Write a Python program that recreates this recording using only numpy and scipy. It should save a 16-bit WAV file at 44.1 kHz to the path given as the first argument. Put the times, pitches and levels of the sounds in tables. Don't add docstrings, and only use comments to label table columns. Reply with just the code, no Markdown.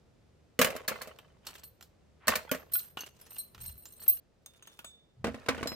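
import sys
import numpy as np
from scipy import signal
from scipy.fft import rfft, irfft
from scipy.io import wavfile
from scipy.ndimage import map_coordinates

SR = 44100
rng = np.random.default_rng(int(sys.argv[2]) if len(sys.argv) > 2 else 0)


def inscribe(sig):
    pcm = np.round(np.clip(np.atleast_2d(sig).T, -1, 1) * 32767)
    wavfile.write(sys.argv[1], SR, pcm.astype(np.int16))


N = 253575
TIME = np.arange(N) / SR

PIECES = { "pliers": [(4330, 0, .035), (8450, -7, .03), (14300, -4, .05)], "pliers jaw": [(2000, 0, .03),
          (2960, -5, .07)], "screwdriver": [(6260, -10, .06), (13280, 0, .07)], "blade": [(1800, 0, .035)],
          "handle": [(1100, 0, .04), (1190, -1, .04), (1830, -3, .06)], "plastic case": [(262, -4, .09),
          (485, 0, .06)], "lever": [(4380, 0, .09), (7714, -7, .07)], "crank": [(1435, 2, .08),
          (1700, -4, .04), (2500, -4, .025), (3300, -2, .05)], "pedal cage": [(2825, 0, .035)],
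          "pedal": [(4450, -10, .11), (6258, 0, .055), (11900, -2, .08)], "nut": [(5168, -17, .3),
          (9991, 0, .15), (12330, -4, .1)], "washer": [(7235, 0, .12)], "pin": [(3600, -6, .28),
          (6445, 0, .11), (8527, -3, .06)], "axle": [(3575, -3, .5), (6578, -5, .18), (7784, 0, .14),
          (8786, -5, .16)], "ground": [(560, 0, .04), (690, -2, .04), (1250, -3, .03)],
          "bolt": [(4091, -1, .35), (5254, 0, .4), (7364, -4, .13), (12950, -11, .4)]}
# (frequency [Hz], level [dB], time to fall 60 dB [s])
FULL_TRAY = [
    [(173, 0.5, 0.072), (219, -2, 0.14), (250, -2, 0.1), (333, -9, 0.044)],
    [(452, -4.5, 0.052), (489.8, -0.5, 0.041), (537, 2.5, 0.046), (615.5, 1.5, 0.082)],
]
# (frequency [Hz], level [dB], time to fall 60 dB [s])
TOOL_PILE = [(1110, 5.5, 0.059), (1497, -2, .06), (2046, 1, .07), (2667, -4.5, 0.11), (3053, -3.5, .08)]
# (frequency [Hz], level [dB per Hz])
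PART_CLACK = [(600, -7.5), (1000, -1), (1700, -3.5), (2300, -5.5), (3000, -10), (6000, -42)]
# (frequency [Hz], level [dB per Hz])
TOOL_CRACK = [(2000, -29), (3800, 2.5), (6000, 0), (12000, -1), (14500, 2.5), (16000, -7)]
# (frequency [Hz], level [dB per Hz])
PART_CRACK = [(2000, -19), (3800, -3), (6500, -10), (9000, -11.5), (15000, -23.5)]
# (frequency [Hz], level [dB per Hz])
RUMBLE_COLOUR = [(20, -17), (45, -3), (72, -2), (110, -7.5), (200, -18.5), (500, -51)]
# (frequency [Hz], level [dB per Hz])
GRIT = [(400, -2.5), (3000, -7.5), (6000, -5.5), (15000, -12.5)]
# (start [s], length [s], level [dB])
SLIDES = [(2.715, 0.21, -58), (3.28, 0.24, -54), (3.58, 0.19, -48), (3.7, 0.58, -63), (3.99, 0.33, -51.5)]

PILE_VARY_DB = 5
PILE_SPREAD, FLOOR_SPREAD = 0.93, 1


def from_db(db):
    return 10 ** (np.asarray(db) / 20)


def rms_one(x):
    return x / np.sqrt(np.mean(x ** 2) + 1e-20)


def add(track, s, sound):
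    start = int(s * SR)
    track[:, start:start + sound.shape[-1]] += sound[..., :N - start]


def coloured(x, spectrum, size=2048):
    hz, db = np.transpose(spectrum)
    grid = np.log(np.arange(size // 2 + 1) * SR / size + 1)
    beyond = np.abs(grid - np.clip(grid, np.log(hz[0]), np.log(hz[-1])))
    log_gain = np.log(from_db(np.interp(grid, np.log(hz), db))) - 2 * beyond
    cepstrum = irfft(log_gain)
    cepstrum[1:size // 2] *= 2
    cepstrum[size // 2 + 1:] = 0
    response = irfft(np.exp(rfft(cepstrum)))
    return signal.fftconvolve(x, response[None] / np.linalg.norm(response), axes=-1)[:, :N]


def stereo_noise(side_db, size=N):
    mid, side = rng.standard_normal((2, size))
    return (mid + from_db(side_db) * side * [[1], [-1]]) / np.hypot(1, from_db(side_db))


def grit(grain_db, side_db):
    clump_db = grain_db * np.minimum(rng.exponential(1, N // 48 + 2), 4.5)
    clumps = from_db(clump_db)
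    gain = np.interp(np.arange(N), np.linspace(0, N, len(clumps)), clumps)
    return rms_one(stereo_noise(side_db) * gain)


def swell(t, rise_s):
    return 1 - np.exp(-t / rise_s)


def felt(hits, slope):
    return [(s, db + slope * hardness) for s, db, hardness in hits]


def struck(hits, modes, spread, vary_db, size=30000):
    out, t = np.zeros((2, N)), TIME[:size]
    hz, db, t60 = np.transpose(modes)[..., None]
    rings = from_db(db - 60 * t / t60) * np.exp(2j * np.pi * hz * t)
    rings = rings * swell(t, rise_s=0.00081)
    for s, hit_db in hits:
        chance = rng.standard_normal((3, len(modes)))
        strengths = from_db(vary_db * chance[0]) * np.sign(chance[1])
        weights = strengths * np.exp(1j * spread * chance[2] * [[1], [-1]])
        sound = (weights @ rings).imag
        add(out, s, sound * from_db(hit_db) / np.std(sound[:, :SR // 60]))
    return out


def contacts(hits, t60, ring_db, ring_t60, tail_db, side_db, count=24, size=8000):
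    out, t = np.zeros((2, N)), TIME[:size]
    scatter_t60 = 0.17
    crunch, ring, scatter = from_db(-60 * t / np.array([[t60], [ring_t60], [scatter_t60]]))
    for s, hit_db in hits:
        grains = rms_one(from_db(3 * np.repeat(rng.standard_normal(size // 32), 32)))
        hz = 700 * 22 ** ((np.arange(count) + rng.random(count)) / count)
        weights = np.sqrt(hz) * stereo_noise(side_db, count)
        cluster = rms_one(weights @ np.sin(2 * np.pi * hz[:, None] * t))
        sound = stereo_noise(side_db, size) * crunch * grains
        sound = sound + from_db(ring_db) * cluster * ring
        sound = sound + from_db(tail_db) * stereo_noise(-4.6, size) * scatter
        sound = sound * swell(t, rise_s=0.0008)
        add(out, s, sound * from_db(hit_db) / np.std(sound[:, :SR // 100]))
    return out


def small_ticks(per_s, spread_db):
    count = int(per_s * N / SR)
    moments = rng.uniform(0, N / SR, count)
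    return list(zip(moments, spread_db * np.clip(rng.standard_normal(count), -2, 1)))


def rubbed(modes, friction):
    out = 0
    for hz, db, t60 in modes:
        r = from_db(-60 / (t60 * SR))
        poles = [1, -2 * r * np.cos(2 * np.pi * hz / SR), r * r]
        out = out + from_db(db) * rms_one(signal.lfilter([1, 0, -1], poles, friction))
    return rms_one(out)


def strokes(rows):
    skew = .7
    gain = 0
    for s, length, db in rows:
        progress = np.clip((TIME - s) / length, 0, 1)
        gain = gain + from_db(db) * np.sin(np.pi * progress ** skew) ** 2
    return gain


def rocking(drops):
    out = 0
    for s, db, t60 in drops:
        age = np.maximum(TIME - s, 0)
        out = out + swell(age, rise_s=0.0052) * from_db(db - 60 * age / t60)
    return out


def flutter(depth_db, per_s):
    knots = np.arange(0, N / SR + 1, 1 / per_s)
    return from_db(depth_db * np.interp(TIME, knots, rng.standard_normal(len(knots))))


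def wavering(x):
    share, per_s = .0005, 30
    knots = np.arange(0, N / SR + 1, 1 / per_s)
    shifts = np.diff(rng.standard_normal(len(knots) + 1))
    place = np.cumsum(1 + share * np.interp(TIME, knots, shifts))
    return np.array([map_coordinates(channel, [place], order=5) for channel in x])


def scattered(x):
    echo_db, echo_t60 = -13, 0.36
    t = TIME[:SR // 2]
    echoes = rng.standard_normal((2, len(t))) * from_db(-60 * t / echo_t60)
    echoes = echoes / np.linalg.norm(echoes[0])
    return x + from_db(echo_db) * signal.fftconvolve(x, echoes, axes=-1)[:, :N]


def from_left(x, lag_ms):
    return np.array([x[0], np.roll(x[1], int(round(lag_ms * SR / 1000)))])


def open_air(before_jump):
    before_db, after_db = -66.5, -69.5
    # (frequency [Hz], level [dB per Hz])
    air_colour = [(60, -24), (140, 7.5), (280, -1), (500, 0), (900, -11), (2000, -16.5), (5000, -21.5),
                  (9000, -27.5), (16000, -42)]
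    level = from_db(after_db + (before_db - after_db) * before_jump)
    return level * coloured(stereo_noise(side_db=-3.0), air_colour)


def wind_rumble(before_jump):
    breeze_db, calm_db = -69, -75.5
    # (start [s], length [s], level [dB])
    buffets = [(3.54, 0.3, -56.5), (5.16, 0.27, -52)]
    wind = from_db(calm_db + (breeze_db - calm_db) * before_jump) + strokes(buffets)
    return from_db(3.5) * coloured(stereo_noise(side_db=-15.0), RUMBLE_COLOUR) * wind


def glove():
    # (start [s], length [s], level [dB])
    brushes = [(2.192, 0.2, -58)]
    return coloured(stereo_noise(side_db=-8), PART_CLACK) * strokes(brushes)


def pavement():
    # (time [s], strength [dB], hardness [dB])
    ground_hits = [(1.187, -43, 3), (1.468, -28, 7.5), (1.553, -41, 4), (1.634, -42, 6.5),
                   (1.809, -42, 5.5), (1.825, -38, 8), (2.755, -30.5, 8.5), (2.793, -32.5, 20.5),
                   (2.971, -37.5, -0.5), (3.008, -34, 9), (3.365, -42, 4.5), (3.547, -42.5, 5),
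                   (3.579, -48.5, 3.5), (3.855, -36, 8), (4.062, -53.5, -0.5), (4.46, -40, 7),
                   (4.624, -50, 3), (4.672, -45, 2.5), (4.79, -38.5, 4), (4.844, -41, 3)]
    # (frequency [Hz], level [dB per Hz])
    ground_clack = [(200, -3), (700, -5), (1400, -2), (2100, -9), (3000, -1.5), (6000, -26.5)]
    # (start [s], length [s], level before mixing [dB])
    scrapes = [(1.41, 0.31, -53), (2.66, 0.3, -55), (2.965, 0.17, -48.5), (3.12, 0.43, -58.5),
               (3.53, 0.31, -60), (3.96, 0.25, -56.5), (4.4, 0.69, -64)]
    clack_hits, crack_hits = felt(ground_hits, -2.31), felt(ground_hits, 0.17)
    clacks = contacts(clack_hits, t60=0.028, ring_db=-5, ring_t60=0.04, tail_db=-13, side_db=-7)
    clacks = coloured(clacks, ground_clack)
    cracks = contacts(crack_hits, t60=0.009, ring_db=-12, ring_t60=0.045, tail_db=-21, side_db=-18,
                      count=48)
    cracks = coloured(cracks, TOOL_CRACK)
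    grains = small_ticks(per_s=75, spread_db=3)
    ticks = contacts(grains, t60=0.027, ring_db=-15, ring_t60=0.14, tail_db=-28.0, side_db=-4.5,
                     count=14, size=4000)
    ticks = coloured(ticks, GRIT)
    scrape = coloured(grit(grain_db=6.0, side_db=-3.5), ground_clack)
    dragging = (from_db(-4) * ticks + from_db(-6) * scrape) * strokes(scrapes)
    return from_db(-1.5) * clacks + from_db(-15.5) * cracks + dragging


def settling():
    # (time [s], rattle [dB], time to fall 60 dB [s], wall hum against rattle [dB])
    tool_drops = [(0.616, -34, 0.61, 6), (0.891, -42.5, 0.92, 2), (2.282, -28, 0.42, -1),
                  (2.52, -45, 0.39, 4)]
    # (time [s], rattle [dB], time to fall 60 dB [s])
    part_drops = [(5.245, -52.5, 4.4), (5.49, -51.5, 4.1)]
    tool_shudder_db, part_shudder_db = -15.5, -5
    tools = rocking([(s, db, t60) for s, db, t60, hum in tool_drops])
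    parts = rocking(part_drops)
    humming = rocking([(s, db + hum, t60) for s, db, t60, hum in tool_drops]) + parts
    chatter = coloured(grit(grain_db=4.0, side_db=-1.5), PART_CLACK)
    chatter = chatter + from_db(-3.0) * coloured(grit(grain_db=4.5, side_db=-3.0), PART_CRACK)
    knocks = small_ticks(per_s=45, spread_db=4)
    bounces = contacts(knocks, t60=0.02, ring_db=0, ring_t60=0.04, tail_db=-23.5, side_db=-8,
                       count=14, size=2400)
    bounces = coloured(bounces, PART_CLACK)
    clatter = struck(knocks, TOOL_PILE, PILE_SPREAD, PILE_VARY_DB, size=6000)
    walls = rubbed(FULL_TRAY[1], grit(grain_db=4.5, side_db=-5.0))
    shaking = from_db(tool_shudder_db) * tools + from_db(part_shudder_db) * parts
    shudder = coloured(stereo_noise(side_db=-3.0), RUMBLE_COLOUR) * shaking
    rattle = (from_db(-10) * chatter + from_db(-4.5) * bounces) * (tools + parts)
    rattle = rattle + from_db(-6) * clatter * tools
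    return rattle + from_db(-3.0) * walls * humming + shudder


def clinks():
    # (time [s], level [dB], piece)
    clink_hits = [(0.59, -33, "pliers jaw"), (0.646, -36, "pliers jaw"), (0.878, -33, "pliers"),
                  (1.016, -47, "pliers"), (2.271, -35, "pliers"), (2.354, -39, "pliers"),
                  (0.592, -27, "plastic case"), (2.515, -31, "plastic case"), (2.282, -23, "handle"),
                  (2.315, -41, "blade"), (2.333, -38, "blade"), (2.514, -35, "screwdriver"),
                  (1.472, -51, "lever"), (1.634, -56, "lever"), (4.0, -54, "lever"), (2.493, -48, "crank"),
                  (2.755, -47, "crank"), (2.972, -45, "crank"), (4.79, -59, "crank"),
                  (2.991, -44, "pedal cage"), (3.022, -52, "pedal cage"), (3.039, -49, "pedal cage"),
                  (2.984, -53, "pedal"), (3.006, -43, "pedal"), (3.212, -54, "nut"), (3.856, -54, "washer"),
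                  (4.460, -52, "pin"), (4.624, -59, "pin"), (4.672, -53, "pin"), (4.846, -48, "axle"),
                  (4.844, -55, "ground"), (5.672, -39.5, "bolt")]
    rings = 0
    for name, modes in PIECES.items():
        own_hits = [(s, db) for s, db, piece in clink_hits if piece == name]
        rings = rings + struck(own_hits, modes, spread=0.19, vary_db=0.5)
    all_hits = [(s, db) for s, db, piece in clink_hits]
    ticks = contacts(all_hits, t60=.012, ring_db=-30, ring_t60=0.059, tail_db=-20.5, side_db=-7)
    return rings * flutter(depth_db=3.5, per_s=70) + from_db(-10) * ticks


def jangle():
    catches = small_ticks(per_s=60, spread_db=3.0)
    pedal_modes = PIECES["pedal cage"] + PIECES["pedal"]
    pings = struck(catches, pedal_modes, PILE_SPREAD, vary_db=9, size=3200)
    tinkle = contacts(catches, t60=0.011, ring_db=2, ring_t60=0.025, tail_db=-33, side_db=5,
                      count=10, size=3200)
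    tinkle = coloured(tinkle, GRIT)
    return (from_db(-12) * pings + from_db(-12) * tinkle) * strokes(SLIDES)


def spanner():
    # (time [s], strength [dB], brightness [dB])
    spanner_hits = [(1.638, -55, 2), (2.717, -52, 3), (2.735, -31.5, 1), (2.762, -42, 11), (3.33, -57, 0),
                    (3.383, -42, -3), (3.66, -48, -6), (3.777, -58, 1), (4.002, -54, 3), (4.079, -31, 9)]
    # (frequency [Hz], level [dB], time to fall 60 dB when free [s])
    spanner_modes = [
        [(4075, -15, .26), (4335, -21, .2), (5486, -21, .15), (8695, 0, .18)],
        [(11190, -17, .23), (13390, 0, .19)],
        [(14390, 0, .17), (14450, -3, .05)],
    ]
    brightness_gain = (-0.87, 0.2, 0.99)
    # (frequency [Hz], level [dB per Hz])
    tick_colour = [(5000, -22), (13000, 0)]
    contact_damping = .4
    friction = grit(grain_db=7, side_db=-10)
    sliding = strokes(SLIDES)
    ticks = contacts(felt(spanner_hits, 0), t60=.012, ring_db=-4, ring_t60=.04, tail_db=-22, side_db=-8)
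    out = from_db(-9) * coloured(ticks, tick_colour)
    for gain, modes, slide_db in zip(brightness_gain, spanner_modes, (0, -6, -2)):
        ring = struck(felt(spanner_hits, gain), modes, spread=.15, vary_db=1.0)
        damped = [(hz, db, t60 * contact_damping) for hz, db, t60 in modes]
        ring = ring + from_db(slide_db) * rubbed(damped, friction) * sliding
        out = out + ring * flutter(depth_db=3.5, per_s=110)
    return out


def tray(hits, answer_db, modes, clack_colour, crack_colour):
    thud, boom, clack, crack = from_db(answer_db)
    floor, walls = modes
    push, edge = felt(hits, -1.2), felt(hits, 0.5)
    body = thud * struck(push, floor, FLOOR_SPREAD, vary_db=4.0)
    body = body + boom * struck(push, walls, spread=0.12, vary_db=3.5)
    clacks = contacts(felt(hits, 0), t60=0.019, ring_db=-6.0, ring_t60=0.046, tail_db=-11.0,
                      side_db=-10.5, count=48)
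    cracks = contacts(edge, t60=0.057, ring_db=-9, ring_t60=0.078, tail_db=-15.5,
                      side_db=-1.5, count=48)
    return body + clack * coloured(clacks, clack_colour) + crack * coloured(cracks, crack_colour)


def empty_tray():
    # (time [s], strength [dB], hardness [dB])
    part_hits = [(5.243, -32, -0.5), (5.257, -44.5, -7.5), (5.268, -39.5, 0), (5.28, -43.5, -7),
                 (5.343, -45, -1.5), (5.461, -47, 2), (5.485, -28, 7.5), (5.489, -27, 1.5),
                 (5.546, -44, -0.5), (5.579, -44.5, 0), (5.609, -47, -4), (5.628, -36, 1),
                 (5.657, -44.5, -7.5), (5.672, -40.5, 19.5), (5.718, -44, -1)]
    # (floor thud [dB], wall boom [dB], clack [dB], crack [dB])
    empty_answer = (-4, -1, -1, -9.5)
    # (frequency [Hz], level [dB], time to fall 60 dB [s])
    empty_modes = [
        [(136, -10.5, 0.22), (188, 1, 0.026), (225, 2, 0.18), (265.3, -3, 0.28)],
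        [(332, 12, 0.0083), (477, -2.5, 0.07), (575, -9, 0.092), (658, -4.5, 0.063)],
    ]
    return from_left(tray(part_hits, empty_answer, empty_modes, PART_CLACK, PART_CRACK), lag_ms=0.1)


def full_tray():
    # (time [s], strength [dB], hardness [dB])
    tool_hits = [(0.59, -26.5, 3.5), (0.597, -34, -1), (0.614, -21.5, 5), (0.645, -27, 5.5),
                 (0.671, -38, 1), (0.703, -42.5, 0), (0.752, -49, -7), (0.763, -43, 6), (0.88, -31.5, 8.5),
                 (0.887, -39.5, 7), (0.913, -54.5, -12.5), (1.017, -43.5, 10), (1.073, -49.5, -0.5),
                 (2.272, -40, 3), (2.28, -23.5, 8.5), (2.355, -31, 8), (2.514, -30.5, 0.5), (2.546, -41, 0)]
    # (floor thud [dB], wall boom [dB], clack [dB], crack [dB])
    full_answer = (-6, 0, -1.5, -3.5)
    # (frequency [Hz], level [dB per Hz])
    tool_clack = [(600, -29), (850, -20.5), (1120, -1), (1450, -3.5), (1900, -3), (2400, -4), (3100, -9.5),
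                  (4200, -28.5), (7000, -21.5)]
    # (time [s], level [dB])
    floor_thumps = [(0.6, -45.5), (2.286, -42.5)]
    blows = tray(tool_hits, full_answer, FULL_TRAY, tool_clack, TOOL_CRACK)
    pile = struck(felt(tool_hits, 0), TOOL_PILE, PILE_SPREAD, PILE_VARY_DB)
    thumps = struck(floor_thumps, FULL_TRAY[0], FLOOR_SPREAD, vary_db=7.5)
    return blows + from_db(-12) * pile + thumps


def scene():
    jump_s = 4.2
    before_jump = np.clip((jump_s - TIME) / .002, 0, 1)
    background = wind_rumble(before_jump) + open_air(before_jump)
    loose = pavement() + scattered(clinks())
    held = scattered(wavering(spanner()) + jangle())
    steel = (loose + held) * before_jump
    steel = steel + from_left(loose, lag_ms=0.16) * (1 - before_jump)
    close = full_tray() + empty_tray() + settling() + steel + glove()
    return close * from_db([[-.5], [.5]]) + background


def port(x, hz, width_hz):
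    r = np.exp(-np.pi * width_hz / SR)
    poles = [1, -2 * r * np.cos(2 * np.pi * hz / SR), r * r]
    return signal.lfilter(poles[::-1], poles, x)


def record(dry):
    left = port(port(dry[0], hz=10650, width_hz=3400), hz=15200, width_hz=2000)
    bass_cut = signal.butter(2, 45, "high", fs=SR, output="sos")
    top_cut = signal.ellip(8, .3, 80, 15950, fs=SR, output="sos")
    pair = signal.sosfilt(bass_cut, [left, dry[1]])
    return signal.sosfilt(top_cut, pair)


dry = scene()
out = record(dry)
inscribe(out)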